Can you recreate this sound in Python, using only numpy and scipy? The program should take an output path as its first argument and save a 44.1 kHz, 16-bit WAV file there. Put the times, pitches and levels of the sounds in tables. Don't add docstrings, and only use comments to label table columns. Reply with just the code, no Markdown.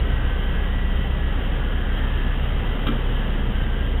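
import sys
import numpy as np
from scipy import signal
from scipy.fft import rfft, irfft
from scipy.io import wavfile
from scipy.ndimage import uniform_filter1d, map_coordinates

SR = 44100
rng = np.random.default_rng(int(sys.argv[2]) if len(sys.argv) > 2 else 0)


def materialize(psi):
    bounded = np.clip(np.atleast_2d(psi).T, -1, 1)
    quanta = np.round(bounded * 32767).astype(np.int16)
    wavfile.write(sys.argv[1], SR, quanta)


N = 176400

# (frequency [Hz], relative level [dB])
ROAR_SPECTRUM = [(200, -7.5), (500, -2), (750, 1.5), (1000, -1), (1300, -0.5), (1650, -0.5), (1980, -1),
                 (2150, -6), (2450, -8), (2750, -2), (3100, -0.5), (3280, -3), (3450, -9), (3750, -10.5),
                 (3920, -25.5), (4150, -33), (4500, -55), (5000, -66.5)]


def idling_engine(firing):
    # (multiple of the firing rate, level [dB])
    orders = [(1, -22.5), (2, -32), (3, -43.5)]
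    flutter_db = 0.7
    return np.sqrt(2) * sum(undb(db + flutter_db * walk(9.5)) * np.sin(k * firing) for k, db in orders)


def working_engine(firing):
    # (time [s], level [dB])
    note_level = [(0, -22.5), (.5, -28), (1.1, -25.5), (1.8, -29.5), (2.4, -30), (3, -36), (3.5, -29.5),
                  (4, -25.5)]
    # (time [s], level [dB])
    octave_level = [(0, -37), (1.5, -44), (2.25, -35), (2.7, -37), (3.2, -35.5), (4, -39.5)]
    # (multiple of the firing rate, level [dB])
    half_orders = [(1.5, -41.5), (3.5, -42.5), (4.5, -45.5)]
    flutter_db, drone_hz, drone_db = 0.5, 174.3, -45.5
    out = undb(curve(note_level)) * np.sin(firing) + undb(curve(octave_level)) * np.sin(2 * firing)
    for k, db in half_orders:
        out += undb(db + flutter_db * walk(3.5)) * np.sin(k * firing + 2 * np.pi * rng.random())
    drone = undb(drone_db) * np.sin(turn(drone_hz))
    return np.sqrt(2) * (out + drone)


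def exhaust_rumble(idle_firing, work_firing):
    # (frequency [Hz], relative level [dB])
    spectrum = [(5, 0.5), (14, 6.5), (24, 7.5), (45, 0), (78, 2), (110, 0.5), (140, 0.5), (190, -5.5),
                (245, -3.5), (320, -11.5), (450, -15.5), (700, -25), (1200, -58)]
    # (time [s], level [dB])
    level = [(0, -29), (.7, -30), (1.3, -29.5), (2.2, -29), (2.6, -28), (3, -27.5), (3.5, -27.5),
             (4, -32.5)]
    puffs = 1 + 0.19 * (np.cos(idle_firing) + np.cos(work_firing))
    return colour(noise() * puffs, spectrum) * undb(curve(level))


def roar(firing):
    # (time [s], level [dB])
    level = [(0, -36), (1.2, -36.5), (2.3, -36), (3.1, -35.5), (4, -37)]
    # (delay [s], gain [dB])
    reflections = [(0.0124, -16), (0.0206, -15.5), (0.034, -18.5)]
    rattle_hz, swell_db = 17.1, 0.54
    rattle = np.cos(turn(rattle_hz * (1 + .03 * walk(1.7))))
    pulsing = 1 + 0.047 * np.cos(firing) + 0.027 * rattle
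    direct = colour(noise() * pulsing, ROAR_SPECTRUM) * undb(curve(level) + swell_db * walk(6.24))
    return direct + sum(undb(db) * np.roll(direct, int(delay * SR)) for delay, db in reflections)


def growl():
    # (frequency [Hz], relative level [dB])
    spectrum = [(150, -22), (260, -2.5), (340, -1), (430, 3), (520, 1), (700, -11), (1200, -22.5),
                (3000, -52.5)]
    # (time [s], level [dB])
    level = [(0, -39.5), (.9, -40.5), (1.7, -38.5), (2.4, -43), (2.75, -38), (2.97, -38), (3.15, -39.5),
             (3.6, -39.5), (4, -37)]
    return colour(noise(), spectrum) * undb(curve(level))


def gear_whine(firing):
    # (start [s], length [s], multiple of the firing rate, level [dB])
    swells = [(0, 0.69, 25, -45.5), (0.129, 0.38, 27, -46.5), (.47, .25, 27, -41.5), (.58, 0.19, 26, -49.5),
              (1.04, 0.4, 27, -47.5), (1.46, 0.99, 27, -46), (1.5, .42, 23, -49), (1.506, 0.25, 24, -48),
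              (1.299, 0.58, 26, -52), (1.724, .36, 25, -47.5), (3.12, 0.44, 27, -47.5),
              (3.498, .42, 26, -46.5), (3.477, .36, 25, -45.5)]
    fade_s, flutter_db = .078, 1.5
    t, out = times(), np.zeros(N)
    for start, length, k, db in swells:
        fade = np.clip(np.minimum(t - start, start + length - t) / fade_s, 0, 1)
        out += np.sqrt(2) * fade * undb(db + flutter_db * walk(25)) * np.sin(k * firing)
    return out


def cooling_fan():
    # (time [s], blade rate [Hz], level [dB])
    hum = [(0, 182, -50.5), (.65, 185, -37.5), (1.25, 187.5, -39.5), (2, 193, -44), (2.6, 195.5, -42.5),
           (3, 199, -43), (3.35, 200, -37.5), (4, 200, -48)]
    return glide(hum)


def turbo_whine():
    # (time [s], pitch [Hz], level [dB])
    whine = [(0, 1912, -48), (.2, 1918, -42), (.35, 1928, -53.5), (.75, 1950, -43.5), (1, 1941, -44.5),
             (1.12, 1930, -51), (1.32, 1885, -46), (1.5, 1872, -55.5), (1.88, 1830, -51), (2.07, 1820, -44),
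             (2.25, 1814, -51.5), (2.6, 1804, -67.5)]
    return glide(whine, waver=.0015 * walk(70)) * undb(walk(25))


def clank():
    onsets = [(1.975, -13, 3), (2.867, 0, -3.5), (2.8703, -3, 5.5), (2.881, -1, -3.5), (2.886, -7, 1),
              (2.903, -9.5, 0), (2.919, -13.5, 5), (3.303, -11.5, 4)]
    # (frequency [Hz], relative level [dB], t60 [s])
    high_modes = [(1195, -34.5, 0.079), (1301, -35, 0.074), (1330, -34, .05), (1560, -36.5, .05),
                  (1630, -36, 0.057), (2363, -38.5, 0.1), (2780, -33.5, 0.033), (3080, -29, .035),
                  (3240, -28.5, .04), (3710, -34, 0.026)]
    # (time [s], gain [dB])
    thumps = [(2.873, -25.5), (2.89, -23.5)]
    # (frequency [Hz], relative level [dB], t60 [s])
    body_modes = [(140, -8, 0.19), (228, 1, 0.18), (258, -6, 0.14), (290.5, -3, 0.15), (337, -7.5, 0.091)]
    attack_s, crack_decay_s, thump_rise_s = 0.00048, 0.0087, 0.0047
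    t, out = times(), np.zeros(N)
    for start, db, brightness in onsets:
        age = np.maximum(t - start, 0)
        crack = undb(-32.5) * np.exp(-age / crack_decay_s) * colour(noise(), ROAR_SPECTRUM)
        out += undb(db) * (1 - np.exp(-age / attack_s)) * (ring(high_modes, age, brightness) + crack)
    for start, db in thumps:
        age = np.maximum(t - start, 0)
        out += undb(db) * (1 - np.exp(-age / thump_rise_s)) * ring(body_modes, age)
    return out


def steel_whir():
    # (frequency [Hz], width [Hz], level [dB])
    bands = [(1185, 34, -61.5), (1307, 48, -56.5), (1595, 17, -58), (1970, 53, -51.5), (2138, 13, -59),
             (3000, 42, -55.5), (3103, 50, -53.5), (3214, 22, -53.5)]
    flutter_db = 2
    return sum(undb(db + flutter_db * walk(6.8)) * resonance(hz, width) for hz, width, db in bands)


def ring(modes, age, tilt_db=0, pivot_hz=2000):
    out = np.zeros(N)
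    for hz, db, t60 in modes:
        envelope = undb(db + tilt_db * np.log2(hz / pivot_hz) - 60 * age / t60)
        out += envelope * np.sin(2 * np.pi * (hz * age + rng.random()))
    return np.sqrt(2) * out


def glide(rows, waver=0):
    rows = np.array(rows)
    hz, db = curve(rows[:, :2]), curve(rows[:, ::2])
    return np.sqrt(2) * undb(db) * np.sin(turn(hz * (1 + waver)))


def resonance(hz, width):
    f = np.fft.rfftfreq(N, 1 / SR)
    return unit(irfft(rfft(noise()) / (1 + (2 * (f - hz) / width) ** 2), N))


def colour(x, spectrum):
    hz, db = np.array(spectrum).T
    f = np.maximum(np.fft.rfftfreq(N, 1 / SR), 1)
    gain = undb(np.interp(np.log(f), np.log(hz), db))
    return unit(irfft(rfft(x) * gain, N))


def walk(rate_hz):
    step = int(SR / rate_hz)
    held = np.repeat(rng.standard_normal(400), step)[:N + 2 * step]
    smooth = uniform_filter1d(uniform_filter1d(held, step), step)
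    return unit(np.resize(smooth[step:], N))


def turn(hz):
    return 2 * np.pi * (np.cumsum(hz * np.ones(N)) / SR + rng.random())


def curve(rows):
    return np.interp(times(), *np.array(rows).T)


def times():
    return np.arange(N) / SR


def noise():
    return rng.standard_normal(N)


def undb(db):
    return 10 ** (np.asarray(db) / 20)


def unit(x):
    return x / np.sqrt(np.mean(x ** 2))


def scene():
    # (time [s], firing rate [Hz])
    work_speed = [(0, 61.3), (.25, 61.55), (.6, 62.0), (1, 62.6), (1.28, 62.95), (1.6, 62.3), (1.95, 62.75),
                  (2.25, 63.15), (2.7, 63.3), (3.3, 62.75), (3.6, 61.9), (4, 62.2)]
    idle_hz = 35.1
    idle_firing = turn(idle_hz * (1 + 0.0038 * walk(2.8)))
    work_firing = turn(curve(work_speed))
    engines = idling_engine(idle_firing) + working_engine(work_firing)
    din = exhaust_rumble(idle_firing, work_firing) + roar(work_firing) + growl()
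    whines = gear_whine(work_firing) + turbo_whine() + cooling_fan()
    return (engines + din + whines + steel_whir() + clank())[None]


def record(dry):
    mic_top_hz, camera_rate_hz, output_top_hz, self_noise_db = 4150, 16000, 15800, -88.5
    mic_lowpass = signal.ellip(8, .2, 70, mic_top_hz, fs=SR, output="sos")
    output_lowpass = signal.ellip(8, .2, 70, output_top_hz, fs=SR, output="sos")
    narrow = signal.sosfilt(mic_lowpass, np.pad(dry[0], (0, 64), mode="edge"))
    positions = np.arange(0, len(narrow), SR / camera_rate_hz)
    samples = map_coordinates(narrow, [positions], order=5, mode="nearest")
    joined = np.interp(np.arange(N), positions, samples)
    return signal.sosfilt(output_lowpass, joined + undb(self_noise_db) * noise())[None]


dry = scene()
out = record(dry)
materialize(out)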